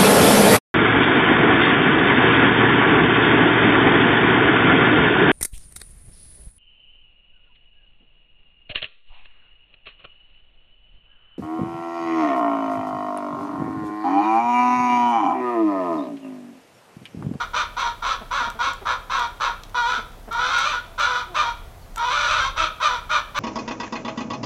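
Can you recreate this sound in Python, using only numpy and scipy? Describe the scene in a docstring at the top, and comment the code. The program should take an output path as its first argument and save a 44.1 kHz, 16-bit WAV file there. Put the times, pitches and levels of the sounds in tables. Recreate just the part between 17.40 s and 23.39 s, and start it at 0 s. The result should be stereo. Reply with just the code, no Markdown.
"""A hen cackles in short clucks and long hoarse squawks, off to the right in a village yard.
Membranes in her voice box buzz, and her throat and beak shape the buzz. Her voice starts clean and
breaks up as she pushes it; the ground, a shed and the fences throw it back. Other hens cluck softly
and peck, and a small bird chirps once, over a low air rumble, faint microphone hiss and a far hum."""
import sys
import numpy as np
from scipy import signal
from scipy.fft import rfft, irfft, next_fast_len
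from scipy.io import wavfile
from scipy.ndimage import uniform_filter1d, map_coordinates

SR = 44100
rng = np.random.default_rng(int(sys.argv[2]) if len(sys.argv) > 2 else 0)


def put_to_file(sound):
    """Save the sound as 16-bit audio at rate SR, in the file named by the first command-line argument."""
    columns = np.atleast_2d(sound).T  # one column per channel
    safe = np.clip(columns, -1, 1)
    whole_steps = np.round(safe * 32767)
    wavfile.write(sys.argv[1], SR, whole_steps.astype(np.int16))


N = 264159


def gain_of(db):
    """Turns decibels into a number to multiply a sound by."""
    return 10 ** (np.asarray(db) / 20)


def evened(x):
    """Scales a signal so that its average strength (rms) is 1."""
    return x / np.sqrt(np.mean(x ** 2) + 1e-20)


def steadied(x, size=500):
    """Holds the strength near 1 from moment to moment."""
    return x / np.sqrt(np.abs(uniform_filter1d(x ** 2, size)) + 1e-12)


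def read(points, hz):
    """Looks up frequencies in a table, sliding between its rows on a log scale."""
    f, value = np.transpose(points)
    return np.interp(np.log(hz + 1), np.log(f + 1), value)


def add(mix, s, sound):
    """Adds a sound into the mix, starting at s seconds."""
    part = mix[max(round(s * SR), 0):][:len(sound)]
    part += sound[:len(part)]


def coloured(x, points):
    """Turns each frequency up or down by the dB given in a table."""
    hz = np.fft.rfftfreq(x.shape[-1], 1 / SR)
    return irfft(rfft(x) * gain_of(read(points, hz)), x.shape[-1])


def wander(count, rate_hz):
    """A smooth random wobble, mostly slower than the given rate."""
    hz = np.fft.rfftfreq(count, 1 / SR)
    spectrum = rfft(rng.standard_normal(count)) * (hz > 0)
    return evened(irfft(spectrum / (1 + (hz / rate_hz) ** 4), count))


def resonate(x, hz, width_hz):
    """A resonance: keeps the sound near one frequency, which may move."""
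    turn = np.exp(2j * np.pi * np.cumsum(hz * np.ones(len(x))) / SR)
    r = np.exp(-np.pi * width_hz / SR)
    return 2 * (turn * signal.lfilter([(1 - r) ** 2], [1, -2 * r, r * r], x / turn + 1e-18)).real


def stretched(x, speed):
    """Plays a sound at a changing speed."""
    return map_coordinates(x, [np.cumsum(speed)], order=3)


def rumble_and_hiss(level_db=-42.5, swell=0.8):
    """Air rumbles, swelling and sinking nearly alike in both ears, under a faint microphone hiss."""
    # The tone of the low air rumble and the faint microphone hiss.
    # Each row: frequency in Hz, relative level in dB.
    noise_colour = [(10, -32), (25, -0.5), (48, -9), (95, -9.5), (160, -18.5), (300, -23), (700, -20),
                    (1500, -29.5), (3000, -35), (7000, -40.5), (9200, -42.5), (11800, -39.5),
                    (13000, -43.5), (16000, -44.5)]
    # How alike the ears are. Each row: frequency in Hz, likeness (1 means the same).
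    ear_likeness = [(30, 0.89), (70, 1), (150, 0.77), (500, 0.17), (3000, 0.1), (15000, 0.17)]
    # The rumble's rise and fall. Each row: time in seconds, level in dB before swell scales it.
    rumble_levels = [(0, 1), (3.9, -0.5), (4.3, 7), (4.7, -1.5), (4.9, 12), (5.22, 9.5), (5.45, 1),
                     (5.99, -1)]
    hz = np.fft.rfftfreq(N, 1 / SR)
    left, other = rfft(rng.standard_normal((2, N)))
    same = np.clip(read(ear_likeness, hz), -1, 1)
    right = same * left + np.sqrt(1 - same ** 2) * other
    spectrum = np.array([left, right]) * gain_of(read(noise_colour, hz))
    bass = irfft(spectrum / (1 + (hz / 140) ** 4), N)
    s, db = np.transpose(rumble_levels)
    gust = gain_of(swell * np.interp(np.arange(N) / SR, s, db - db.mean()))
    return gain_of(level_db) * evened(irfft(spectrum, N) + (gust - 1) * bass)


def hum(hz=34.8, level_db=-43):
    """A deep, slightly wavering drone from far away."""
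    turns = np.cumsum(hz * (1 + .04 * wander(N, 4))) / SR
    return gain_of(level_db) * np.sin(2 * np.pi * turns) * (1 + .15 * wander(N, 3))


def songbird(start_s=4.413, length_s=.036, top_hz=4600, fall_hz=700, level_db=-57):
    """One faint falling chirp of a small bird far off."""
    out, progress = np.zeros(N), np.linspace(0, 1, int(length_s * SR))
    turns = np.cumsum(top_hz - fall_hz * progress ** 2) / SR
    add(out, start_s, gain_of(level_db) * np.sin(np.pi * progress) * np.sin(2 * np.pi * turns))
    return out


def scatter(fade_times, start_s):
    """Many tiny random echoes for each ear; each frequency dies away at its own speed."""
    taps = rng.choice([-1., 1.], (2, SR)) * (rng.random((2, SR)) < 3000 / SR)
    taps *= np.arange(SR) > start_s * SR
    hz, t, bands = signal.stft(taps, SR, nperseg=256)
    fade = gain_of(-60 * t / read(fade_times, hz)[:, None])
    tail = signal.istft(bands * fade, SR, nperseg=256)[1]
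    return tail / np.linalg.norm(tail, axis=1, keepdims=True)


def yard(x, clutter_db=-8, clutter_fade_s=0.03, tail_db=-14):
    """A sound from the right arrives directly, then bounces off nearby clutter, walls and fences."""
    # Echoes off the ground, shed and fence. Each row: delay in seconds, level in dB.
    echoes = [(.0037, -15), (.0083, -5), (0.0159, -5.5), (0.0223, -9.5), (0.034, -12.5)]
    # The yard's lingering sound. Each row: frequency in Hz, seconds to fade by 60 dB.
    fade_times = [(250, 1), (1200, 0.42), (3500, 0.6), (8000, 0.26)]
    # The shaded left ear gets more bass and less treble. Each row: frequency in Hz, change in dB.
    left_shade = [(200, 10.5), (500, -5.5), (1100, -10), (2200, -13.5), (4000, -6.5), (8000, -9)]
    response = np.zeros((2, SR))
    response[:, 0] = 1
    for delay, db in echoes:
        response[:, round(delay * SR)] += gain_of(db)
    response += gain_of(clutter_db) * scatter([(1000, clutter_fade_s)], start_s=0.00067)[:, :SR]
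    response /= np.linalg.norm(response[1])
    left, right = signal.fftconvolve(x[None], response, axes=1)[:, :N]
    tail = signal.fftconvolve(x[None], scatter(fade_times, start_s=0.023), axes=1)[:, :N]
    return np.array([coloured(left, left_shade), right]) + gain_of(tail_db) * tail * gain_of([[-3], [0]])


def pecks(decay_s=0.002, ring_share=1.6):
    """Beaks strike grit: a dry snap with a brief ring."""
    # The pecks. Each row: start in seconds, level in dB, ringing frequency in Hz.
    strikes = [(.4, -39, 8550), (1.101, -33.5, 6700), (1.334, -37, 7200), (1.795, -36, 6560),
               (2.2352, -35.5, 4600), (2.295, -48, 5035), (2.72, -49, 7310), (2.928, -34.5, 7160),
               (3.187, -31, 8100), (3.597, -38, 7900), (4.56, -30, 7300), (4.58, -33.5, 9070),
               (5.029, -43, 8000)]
    # The tone of a snap. Each row: frequency in Hz, relative level in dB.
    snap_colour = [(300, -31), (1500, 3), (2600, 0.5), (4500, -9.5), (7500, -10.5), (10000, -19),
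                   (13000, -9), (16000, -28)]
    out, t = np.zeros(N), np.arange(1024) / SR
    for s, db, hz in strikes:
        snap = coloured(rng.standard_normal(len(t)), snap_colour)
        ring = ring_share * resonate(snap, hz, width_hz=4100)
        add(out, s, gain_of(db) * evened(snap + ring) * np.exp(-t / decay_s))
    return out


def membrane(turns):
    """A membrane gives one pulse a cycle; its higher overtones lag, which spreads the pulse out."""
    return evened(sum(np.cos(2 * np.pi * k * turns - .3 * k * k) for k in np.arange(1, 23)))


def voice_box(hz, rough, jitter=0.0604, flutter=.014, drift=0.01253, shimmer=0.81, second_ratio=.85):
    """When forced, the pulses go uneven and group in twos and threes; a second membrane buzzes lower."""
    count = len(hz)
    unevenness = jitter * rough * wander(count, 80)
    unevenness += flutter * wander(count, 260)  # even a clean note is hoarse in the treble
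    turns = np.cumsum(hz * (1 + unevenness + drift * wander(count, 19.3))) / SR
    second_turns = np.cumsum(hz * second_ratio * (1 + .07 * wander(count, 35.54))) / SR
    twos = 0.9 * wander(count, 26.3) * np.cos(np.pi * turns)
    threes = 0.63 * wander(count, 29.0) * np.cos(2 * np.pi * turns / 3)
    grouping = np.tanh(2 * rough * (twos + threes))
    strength = 1 + np.tanh(shimmer * rough * wander(count, 106))
    airflow = np.cos(2 * np.pi * turns)  # keeps the main note clear
    puffs = .45 * evened((1.5 + airflow) * rng.standard_normal(count))
    buzz = membrane(turns) * (1 + grouping) + 2.84 * rough ** 2 * membrane(second_turns) + rough * puffs
    return strength * buzz + 0.1 * rough * airflow


def throat(x, resonances):
    """The throat favours a few frequencies, which ring on after each pulse."""
    size = 2 * next_fast_len(len(x))
    hz = np.abs(np.fft.fftfreq(size, 1 / SR))
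    power = sum(gain_of(db) ** 2 / (1 + (2 * (hz - f) / width) ** 2) ** 2 for f, width, db in resonances)
    response = np.exp(np.conj(signal.hilbert(np.log(power + 1e-9) / 2)))  # no ringing before a pulse
    return np.fft.ifft(np.fft.fft(x, size) * response).real[:len(x)]


def flock(rough=0.23):
    """Other hens cluck with their beaks shut: short, dull notes that fall in pitch."""
    # Soft clucks. Each row: start in seconds, level in dB, pitch in Hz, length in seconds,
    # fall as a share of the pitch.
    soft_clucks = [(0.802, -36.5, 213.3, 0.039, 0.37), (1.005, -35.5, 247, 0.027, 0.057),
                   (1.062, -36, 221, 0.035, 0.46), (1.145, -37, 221.6, 0.039, 0.04),
                   (1.268, -37.5, 323, 0.019, 0.039), (1.411, -37, 399.5, 0.028, .1),
                   (2.567, -37, 229.4, 0.042, 0.3), (2.868, -36.5, 220.6, .038, 0.335),
                   (3.433, -48, 676, 0.16, 0.1), (3.86, -42.5, 348, 0.14, 0.2),
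                   (5.17, -38, 329, 0.1, 0.056)]
    # Throat resonances with the beak shut. Each row: frequency in Hz, width in Hz, level in dB.
    closed_throat = [(230, 440, -17), (396, 340, -8), (684, 200, -3), (1190, 1300, -15.5)]
    out = np.zeros(N)
    for s, db, hz, length, fall in soft_clucks:
        progress = np.linspace(0, 1, int(length * SR))
        buzz = voice_box(hz * (1 - fall * (progress - .5)), rough)
        add(out, s, gain_of(db) * evened(throat(buzz, closed_throat)) * np.sin(np.pi * progress))
    return out


def envelope(t, edge_s=0.0037, release_s=0.05, release_db=-14):
    """A call starts quickly, holds its level, then fades and stops."""
    edges = (1 - np.exp(-t / edge_s)) * (1 - np.exp((t - t[-1]) / edge_s))
    release = np.clip(1 - (t[-1] - t) / release_s, 0, 1)
    return edges * gain_of(release_db * release)


def hen_voice(pitch, rough, effort_db, bright_db, beak_hz, fray_s=0.037, beak_open_s=0.006):
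    """The buzz passes through the windpipe, throat and beak, which change shape as she calls."""
    # Lower windpipe and throat resonances. Each row: frequency in Hz, width in Hz, level in dB.
    low_resonances = [(513, 96, -16.5), (686, 198, -4.5), (995, 134, 5), (1160, 320, -5.5), (1368, 342, 7),
                      (1714, 127, -5)]
    # The upper resonances, with the same columns.
    high_resonances = [(2335, 445, 9.5), (2582, 170, 6.5), (3270, 700, 7.5), (3690, 570, 7),
                       (4210, 740, -1.5), (4920, 860, -7.5), (5893, 630, -.5), (7330, 1740, -16.5),
                       (10050, 390, -24.5)]
    t = np.arange(len(pitch)) / SR
    push = np.clip((pitch - 520) / 100, -.5, 1)  # the highest notes come with the throat wide open
    shortening = 1 + 0.0311 * (push - push.mean())  # a shorter windpipe lifts all its resonances
    fray = 0.19 * np.exp((t - t[-1]) / fray_s)  # the voice gets rougher as a call ends
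    buzz = voice_box(pitch / shortening, np.clip(rough + fray, 0, 1))
    low = stretched(throat(buzz, low_resonances), shortening)
    low += 1.28 * resonate(low, beak_hz, width_hz=380)
    hiss = .09 * rng.standard_normal(len(t))
    high = stretched(throat(buzz + hiss, high_resonances), shortening)
    high += 0.55 * push * resonate(high, hz=2700, width_hz=1100)
    opening_db = -5 * np.exp(-t / beak_open_s)  # the treble comes in as the beak opens
    voice = steadied(low) + gain_of(bright_db + opening_db) * steadied(high)
    return gain_of(effort_db) * envelope(t) * voice


def cluck(length, leap, drop, effort_db, push_db, bright_db, low_hz, high_hz, beak_hz, rough):
    """One push makes the voice leap to a higher, brighter, rougher note; then it drops back."""
    leap_s, drop_s = 0.0069, 0.01197  # how quickly the note changes
    low_sag, high_sag = 106.3, 262  # Hz per second: the pitch sinks as the air runs out
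    t = np.arange(0, length, 1 / SR)
    push = .25 * (1 + np.tanh((t - leap) / leap_s)) * (1 + np.tanh((drop - t) / drop_s))
    pitch = (1 - push) * (low_hz - low_sag * t) + push * (high_hz - high_sag * (t - leap))
    roughness = rough * (push + 0.79 * (1 - push))
    return hen_voice(pitch, roughness, effort_db + push_db * push,
                     bright_db + 3 * push, beak_hz + 67 * push)


def squawk(curve, rest_hz=463.6, climb_hz=85.5):
    """A long whine that climbs in steps and breaks up; the higher it goes, the brighter it gets."""
    s, *columns = np.transpose(curve)
    t = np.arange(s[0], s[-1], 1 / SR)
    pitch, rough, effort_db, beak_hz = (np.interp(t, s, column) for column in columns)
    bright_db = -12 + 7.5 * np.tanh((pitch - rest_hz) / climb_hz)
    return hen_voice(pitch, rough, effort_db, bright_db, beak_hz)


def hen():
    """The hen cackles in bouts of clucks with squawks between them."""
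    # Her clucks. Each row: start, length, time until the leap and time until the drop in seconds;
    # effort, extra level of the push and brightness in dB; low pitch, high pitch and beak resonance
    # in Hz; roughness from 0 to 1.
    clucks = [ (0.0, 0.051, 0.08, 0.061, -19, -3, -9.5, 482.2, 476, 1230, 0.45),
              (0.133, 0.13, 0.02, 0.083, -22.5, 2.5, -9.5, 478, 606.4, 1194, 0.48),
              (0.365, .16, 0.021, 0.053, -23.5, 1, -9.5, 483.3, 554, 1090, 0.41),
              (.621, 0.15, .035, 0.12, -22, 0.5, -11, 469.5, 559, 1150, 0.47),
              (.907, 0.19, 0.022, 0.087, -22.5, 0.5, -11.5, 481.2, 578, 1134, .38),
              (1.189, 0.14, 0.032, .12, -21.5, 0, -11, 470, 565, 1130, 0.44),
              (1.452, .12, 0.017, 0.093, -23, 3, -13.5, 476, 552.5, 1100, 0.61),
              (1.696, .19, .014, .082, -22, 0.5, -11.5, 484, 564.6, 1120, 0.41),
              (1.999, 0.14, 0.0099, 0.071, -24, 4, -12, 472, 582.2, 1110, 0.58),
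              (3.578, .26, .018, 0.082, -22.5, 3.5, -9.5, 504.6, 604.5, 1258, 0.39),
              (3.943, .19, .012, .078, -24, 5.5, -10, 482, 616, 1120, 0.37),
              (5.16, .13, .015, 0.12, -24, 5.5, -9, 529.6, 639.5, 1236, 0.46),
              (5.4, 0.2, .022, 0.081, -23, 6.5, -10, 502.8, 621.5, 1188, 0.33),
              (5.692, 0.13, 0.015, 0.096, -24, 6, -10, 529, 626.7, 1234, 0.44),
              (5.945, 0.11, 0.021, 0.066, -24, 4, -8, 528, 614, 1150, 0.55)]
    # Her squawks, one list each. Each row: time in seconds, pitch in Hz, roughness from 0 to 1,
    # effort in dB, beak resonance in Hz.
    squawks = [
        [(2.343, 466.4, 0.33, -21.5, 1080), (2.378, 487, 0.23, -22, 1200), (2.42, 460, 0.08, -22, 1070),
         (2.472, 497.6, 0.17, -23, 1140), (2.52, 498.8, 0.7, -21, 1350), (2.625, 502.6, 0.42, -31, 1266)],
        [(2.909, 447, 0.21, -24, 1270), (2.962, 465.9, 0.16, -24.5, 1060), (3.02, 485.2, 0.54, -20, 1440),
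         (3.09, 529.4, 0.43, -22.5, 1340), (3.185, 538.6, 0.49, -19.5, 1350), (3.235, 542.6, 0.45, -22, 1290),
         (3.265, 608, 0.37, -20.5, 1260), (3.314, 599.4, .4, -26, 1240), (3.342, 487.6, 0.42, -21.5, 1410),
         (3.42, 482.5, .4, -36.5, 1490)],
        [(4.569, 462.4, 0.31, -25, 1042), (4.619, 460, 0.3, -21.5, 1160), (4.66, 506.6, 0.25, -23.5, 1080),
         (4.694, 494.3, 0.21, -20.5, 1160), (4.726, 582.3, 0.44, -21, 1265), (4.88, 575.4, 0.43, -20, 1400),
         (4.91, 622, 0.52, -18.5, 1290), (4.965, 624.6, 0.56, -20.5, 1370), (5.02, 508, 0.18, -20, 1320),
         (5.06, 558, 0.3, -22.5, 1082), (5.115, 516.7, 0.23, -26, 1110)],
    ]
    out = np.zeros(N)
    for start, *row in clucks:
        add(out, start, cluck(*row))
    for curve in squawks:
        add(out, curve[0][0], squawk(curve))
    return out


def scene(hen_db=3):
    """The hen is on the right; the flock and its pecks sound straight ahead and through the yard too."""
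    # The microphone turns away from her. Each row: time in seconds, change on the left in dB.
    left_levels = [(0, 1), (2.6, 2), (4.2, 1.5), (4.7, -0.5), (5.99, 1)]
    cackle, taps, soft_clucks = hen(), pecks(), flock()
    birds = yard(gain_of(hen_db) * cackle + 0.59 * soft_clucks + 0.98 * taps)
    birds[0] *= gain_of(np.interp(np.arange(N) / SR, *np.transpose(left_levels)))
    return birds + .5 * soft_clucks + taps + songbird() + rumble_and_hiss() + hum()


def record(dry, cutoff_hz=15900):
    """Cuts away the very highest treble."""
    lowpass = signal.firwin(511, cutoff_hz, window=("kaiser", 9), fs=SR)
    return signal.oaconvolve(dry, lowpass[None], "same")


dry = scene()
out = record(dry)
put_to_file(out)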